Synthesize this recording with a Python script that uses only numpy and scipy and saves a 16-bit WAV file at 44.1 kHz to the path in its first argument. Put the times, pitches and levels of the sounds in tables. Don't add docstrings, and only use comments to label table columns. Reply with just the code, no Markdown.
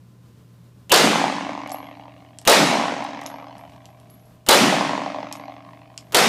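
import sys
import numpy as np
from scipy import signal
from scipy.fft import rfft, irfft, next_fast_len
from scipy.io import wavfile
from scipy.ndimage import uniform_filter1d, map_coordinates

SR = 44100
rng = np.random.default_rng(int(sys.argv[2]) if len(sys.argv) > 2 else 0)


def pcm_store(signal):
    levels = np.round(np.clip(np.atleast_2d(signal), -1, 1) * 32767)
    wavfile.write(sys.argv[1], SR, levels.astype(np.int16).T)


N = 276948


def amp(db):
    return 10 ** (np.asarray(db) / 20)


def unit(x):
    return x / np.sqrt(np.mean(x ** 2) + 1e-20)


def along(table, hz):
    f, *cols = np.transpose(table)
    return [np.interp(np.log(hz + 1), np.log(f + 1), c) for c in cols]


def passed(x, order, hz, kind="low"):
    return signal.sosfilt(signal.butter(order, hz, kind, fs=SR, output="sos"), x)


def filtered(x, response):
    m = next_fast_len(len(x) + 3 * SR)
    spectrum = rfft(x, m) * response(np.fft.rfftfreq(m, 1 / SR))
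    return irfft(spectrum, m)[:len(x)]


def causal(db):
    cepstrum = irfft(db * np.log(10) / 20)
    half = len(cepstrum) // 2
    cepstrum[1:half] *= 2
    cepstrum[half + 1:] = 0
    return np.exp(rfft(cepstrum))


def add(track, s, sound):
    part = track[round(s * SR):][:len(sound)]
    part += sound[:len(part)]


def burst(t60, length=.03):
    t = np.arange(round(length * SR)) / SR
    return rng.standard_normal(len(t)) * amp(-60 * t / t60)


def ring(modes, t, attack, scatter_db):
    total = np.zeros(len(t))
    for hz, db, t60 in modes:
        level = db + scatter_db * rng.standard_normal() - 60 * t / t60
        total += amp(level) * np.sin(2 * np.pi * hz * t)
    return total * (1 - np.exp(-t / attack))


def wobble(rate):
    knots = rng.standard_normal(int(N * rate / SR) + 4)
    return map_coordinates(knots, [np.arange(N) * rate / SR])


def patchy(x, depth_db):
    z = signal.stft(x, nperseg=512)[2]
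    field = uniform_filter1d(rng.standard_normal(z.shape), size=2, axis=0)
    field = uniform_filter1d(field, size=12, axis=1)
    return signal.istft(z * amp(depth_db * unit(field)), nperseg=512)[1][:len(x)]


def ventilation():
    # (frequency [Hz], relative spectral level [dB])
    air_bands = [(20, -24), (55, -22.5), (85, -14), (105, -21.5), (170, -13.5), (240, -20.5), (340, -26),
                 (520, -30), (760, -37), (1100, -36.5), (2100, -44), (3800, -45), (6000, -48), (16000, -53)]
    # (frequency [Hz], rms level before wobble [dB])
    hum_tones = [(119.6, -53.5), (177, -66.5), (1028, -78.5)]
    rush_db, ease_db_per_s = -55.5, 0.05
    t = np.arange(N) / SR
    rush = unit(filtered(rng.standard_normal(N), lambda hz: amp(along(air_bands, hz)[0])))
    tones = np.zeros(N)
    for hz, db in hum_tones:
        level = np.sqrt(2) * amp(db + 1.1 * wobble(7.4))
        tones += level * np.sin(2 * np.pi * hz * t + 0.24 * wobble(11.0))
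    return amp(rush_db - ease_db_per_s * t + 1.7 * wobble(15)) * rush + tones


def lead_in(out, s, whistle_db):
    lead_s, tick_gap_s = .0232, .003
    tick_db, tick_loss_db, hiss_db = -21, 2, -46
    lead = np.arange(round(0.02 * SR)) / SR
    swell = amp(-22 * (2.0 - lead / lead[-1]))
    add(out, s - lead_s, amp(hiss_db) * rng.standard_normal(len(lead)))
    for k in range(4):
        tick = passed(burst(0.0045), 1, 5000)
        add(out, s - lead_s + k * tick_gap_s, amp(tick_db - k * tick_loss_db) * tick)
    whistle = unit(passed(rng.standard_normal(len(lead)), 2, [2650, 3150], "band"))
    add(out, s - .02, amp(whistle_db) * swell * whistle)
    low_noise = passed(rng.standard_normal(len(lead)), 2, 900)
    add(out, s - .02, amp(11.0) * swell * low_noise)


def near_blast():
    # (delay [s], level before the band filter and blast level [dB])
    reflections = [(0, 4.5), (.0015, 5.5), (.0045, 6.5), (.008, 4.5), (.0225, 6.5), (.026, 3.5),
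                   (.042, 4.5), (.059, 1.5)]
    near = np.zeros(SR // 5)
    for late, level in reflections:
        add(near, late, amp(level) * burst(0.0094))
    return passed(near, 1, [2500, 9000], "band")


def diffuse():
    # (frequency [Hz], relative spectral level [dB], build-up [s], t60 [s])
    hall_bands = [(30, -61.5, .005, .4), (105.8, -37.5, .02, 0.81), (144, -3, 0.12, 1.6),
                  (200, 2, 0.088, 1.5), (290, 0, 0.19, 1.45), (427, 2.5, 0.056, 0.75),
                  (795, -3.5, 0.0017, 0.96), (1610, -8.5, 0.02, 1.33), (2130, -7.5, 0.058, 1.31),
                  (4040, -9.5, 0.011, 1.013), (6100, -13.5, 0.043, 0.97), (9260, -19.5, .02, 0.83),
                  (15000, -26.5, 0.052, 0.46)]
    # (frequency [Hz], share [0-1])
    held_back = [(250, 0.81), (500, 0.47)]
    hz, t, z = signal.stft(rng.standard_normal(2 * SR), SR, nperseg=512, noverlap=448)
    db, rise, t60 = (c[:, None] for c in along(hall_bands, hz))
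    missing = np.clip(along(held_back, hz)[0], 0, 1)[:, None]
    z = z * amp(db - 60 * t / t60) * (1 - missing * np.exp(-(t / rise) ** 2))
    tail = signal.istft(z, SR, nperseg=512, noverlap=448)[1]
    return amp(12.5) * passed(patchy(tail, depth_db=1.5), 6, 138, "high")


def flutter():
    # (delay [s], relative level [dB])
    arrivals = [(.0008, 0.5), (.013, -3.5), (.0262, 1), (.0446, -0.5), (.0575, -12), (.0702, 0.5)]
    # (frequency [Hz], relative spectral level [dB], t60 [s])
    flutter_bands = [(250, -40.5, 1.5), (390, -7.5, 1.3), (531, 3.5, 1.7), (734, 5, 2.04), (850, 7, 1.73),
                     (1082, 3, 1.95), (1395, -19, 2.31), (2150, -11.5, 2.37), (2800, -22.5, 2.85),
                     (4300, -22, 2.17), (6340, -24.5, 1.76), (9000, -41.5, 1)]
    round_trip = .084
    rough_wall, rough_hz = .008, 60
    gather_s = 0.21
    trip = np.zeros(2 * SR)
    for s, db in arrivals:
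        scatter = burst(0.047, length=.04)
        add(trip, s, amp(db) * np.ones(1))
        add(trip, s, amp(db - 1.5) * scatter / np.linalg.norm(scatter))
    bumps = rng.standard_normal(SR // 20)

    def walls(hz):
        db, t60 = along(flutter_bands, hz)
        blur = rough_wall * hz / 1000 * map_coordinates(bumps, [hz / rough_hz])
        delay = np.exp(-2j * np.pi * hz * round_trip + 1j * blur)
        again = amp(-60 * round_trip / t60) * delay
        return causal(db) * again / (1 - again)

    gather = 1 - np.exp(-(np.arange(2 * SR) / SR / gather_s) ** 2)
    return amp(29.5) * gather * patchy(filtered(trip, walls), depth_db=4.0)


def slow_modes(t):
    # (frequency [Hz], mean level under the blast level [dB], t60 [s])
    linger_modes = [(608, -31, 4.2), (647, -32.5, 4.9), (693, -28, 3.5), (740, -34, 1.3), (783, -29.5, 3.6),
                    (823, -31.5, 2.3)]
    return patchy(ring(linger_modes, t, attack=0.08, scatter_db=0.5), depth_db=1.0)


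def standing_waves(t):
    # (frequency [Hz], mean level before the slow attack [dB], t60 [s])
    boom_modes = [(202.5, -19.5, 1.7), (274.3, -12.5, 2.1), (297.8, -12.5, 2.1)]
    return ring(boom_modes, t, attack=0.36, scatter_db=1.7)


def far_roll():
    far = passed(burst(.35, length=.3), 4, [152, 305], "band")
    return far / np.abs(far).max()


def shots():
    # (time [s], blast level [dB], whistle level before its swell [dB])
    shot_list = [(0.9188, -9, 5.5), (2.475, -8.5, -4.5), (4.4876, -8, -10), (6.146, -10.5, -16)]
    boom_late, far_s, far_db = .034, .115, -4
    out, t = np.zeros(N), np.arange(2 * SR) / SR
    for s, db, whistle_db in shot_list:
        lead_in(out, s, whistle_db)
        add(out, s - .004, amp(db - 19.5) * np.hanning(round(0.01 * SR)))
        add(out, s, amp(db) * near_blast())
        add(out, s, amp(db) * (diffuse()[:2 * SR] + flutter()))
        add(out, s, amp(db) * slow_modes(t))
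        add(out, s + boom_late, amp(db) * standing_waves(t))
        add(out, s + far_s, amp(db + far_db) * far_roll())
    return out


def cases():
    # (time [s], click level before filters [dB], click pitch [Hz],
    #                     high ring level before mode levels and tumble [dB])
    contacts = [(1.675, -32, 11000, -71), (1.6947, -27, 6000, -72), (1.7064, -33, 5000, -70),
                (1.718, -19.5, 6000, -38), (2.3867, -22.5, 5000, -73.5), (2.415, -32, 8000, -75),
                (3.042, -30, 13000, -78), (3.214, -27, 9000, -66), (3.237, -33, 6000, -70),
                (3.2628, -19, 4800, -44.5), (3.582, -37, 9000, -58.5), (3.698, -45, 5200, -73),
                (3.763, -51, 5300, -80), (3.856, -33.5, 6070, -62), (3.9998, -39, 6000, -71),
                (4.1, -46, 5000, -54.5), (4.196, -51.5, 5020, -61), (4.255, -56, 5000, -62.5),
                (5.3263, -14.5, 7500, -52), (5.359, -29, 5540, -58), (5.9775, -18.5, 4000, -62)]
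    # (frequency [Hz], relative level [dB], t60 [s])
    brass_modes = [(4900, -4, .03), (5180, -4.5, 0.035), (5300, 0.5, .04), (5480, 0.5, .04),
                   (5560, -7, .03), (11150, -7, .2), (11170, -6.5, .22), (11300, -11, .35),
                   (11400, -2, 0.42), (11440, -6, .33), (11490, -8, .29), (11500, -6.5, .25)]
    # (frequency [Hz], gain [dB])
    click_colour = [(600, -27.5), (1500, -2), (3500, 2), (7500, 1.5), (12000, -7.5), (16000, -19)]
    chatter_s, chatter_db = 0.034, -21
    rattle_db, high_hz = -34, 8000
    tumble_rate, tumble_db = 70, 3.5
    clicks, rings, t = np.zeros(N), np.zeros(N), np.arange(SR // 2) / SR
    low = [m for m in brass_modes if m[0] < high_hz]
    high = [m for m in brass_modes if m[0] > high_hz]
    for s, db, hz, ring_db in contacts:
        band = [hz / 2, min(hz * 2, .95 * SR / 2)]
        late = np.append(0, rng.uniform(.3, 1.7, size=2) * chatter_s)
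        for after, level in zip(late, [db, db + chatter_db, db + chatter_db]):
            add(clicks, s + after, amp(level) * passed(burst(0.0045), 1, band, "band"))
        add(rings, s, amp(ring_db) * ring(high, t, attack=.003, scatter_db=0.5))
        add(rings, s, amp(db + rattle_db) * ring(low, t, attack=.002, scatter_db=3))
    clicks = filtered(clicks, lambda hz: causal(along(click_colour, hz)[0]))
    rings = rings * amp(tumble_db * wobble(tumble_rate))
    wash = passed(burst(0.12, length=.4), 1, 6000)
    wash /= np.linalg.norm(wash)
    reflected = signal.fftconvolve(amp(-9) * clicks + amp(-4.5) * rings, wash)[:N]
    return clicks + rings + reflected


def lifted(x):
    quiet_db, knee_db, follow_s = -41.5, 8, 0.21
    most_db = 3.75
    keep = np.exp(-1 / (follow_s * SR))
    start = [keep * np.mean(x[:SR // 4] ** 2)]
    power = signal.lfilter([1 - keep], [1, -keep], x ** 2, zi=start)[0]
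    over = (10 * np.log10(power + 1e-12) - quiet_db) / knee_db
    return x * amp(most_db / (1 + np.exp(over) / 2))


def scene():
    return (ventilation() + shots() + cases())[None]


def record(dry):
    top_hz = 15050
    loud = lifted(dry[0])
    soft = loud / (1 + np.abs(loud / 1.05) ** 4) ** (1 / 4)
    thin = passed(soft, 1, 60, "high")
    return filtered(thin, lambda hz: amp(-np.clip(hz - top_hz, 0, None) * .035) * (hz < 16400))[None]


dry = scene()
out = record(dry)
pcm_store(out)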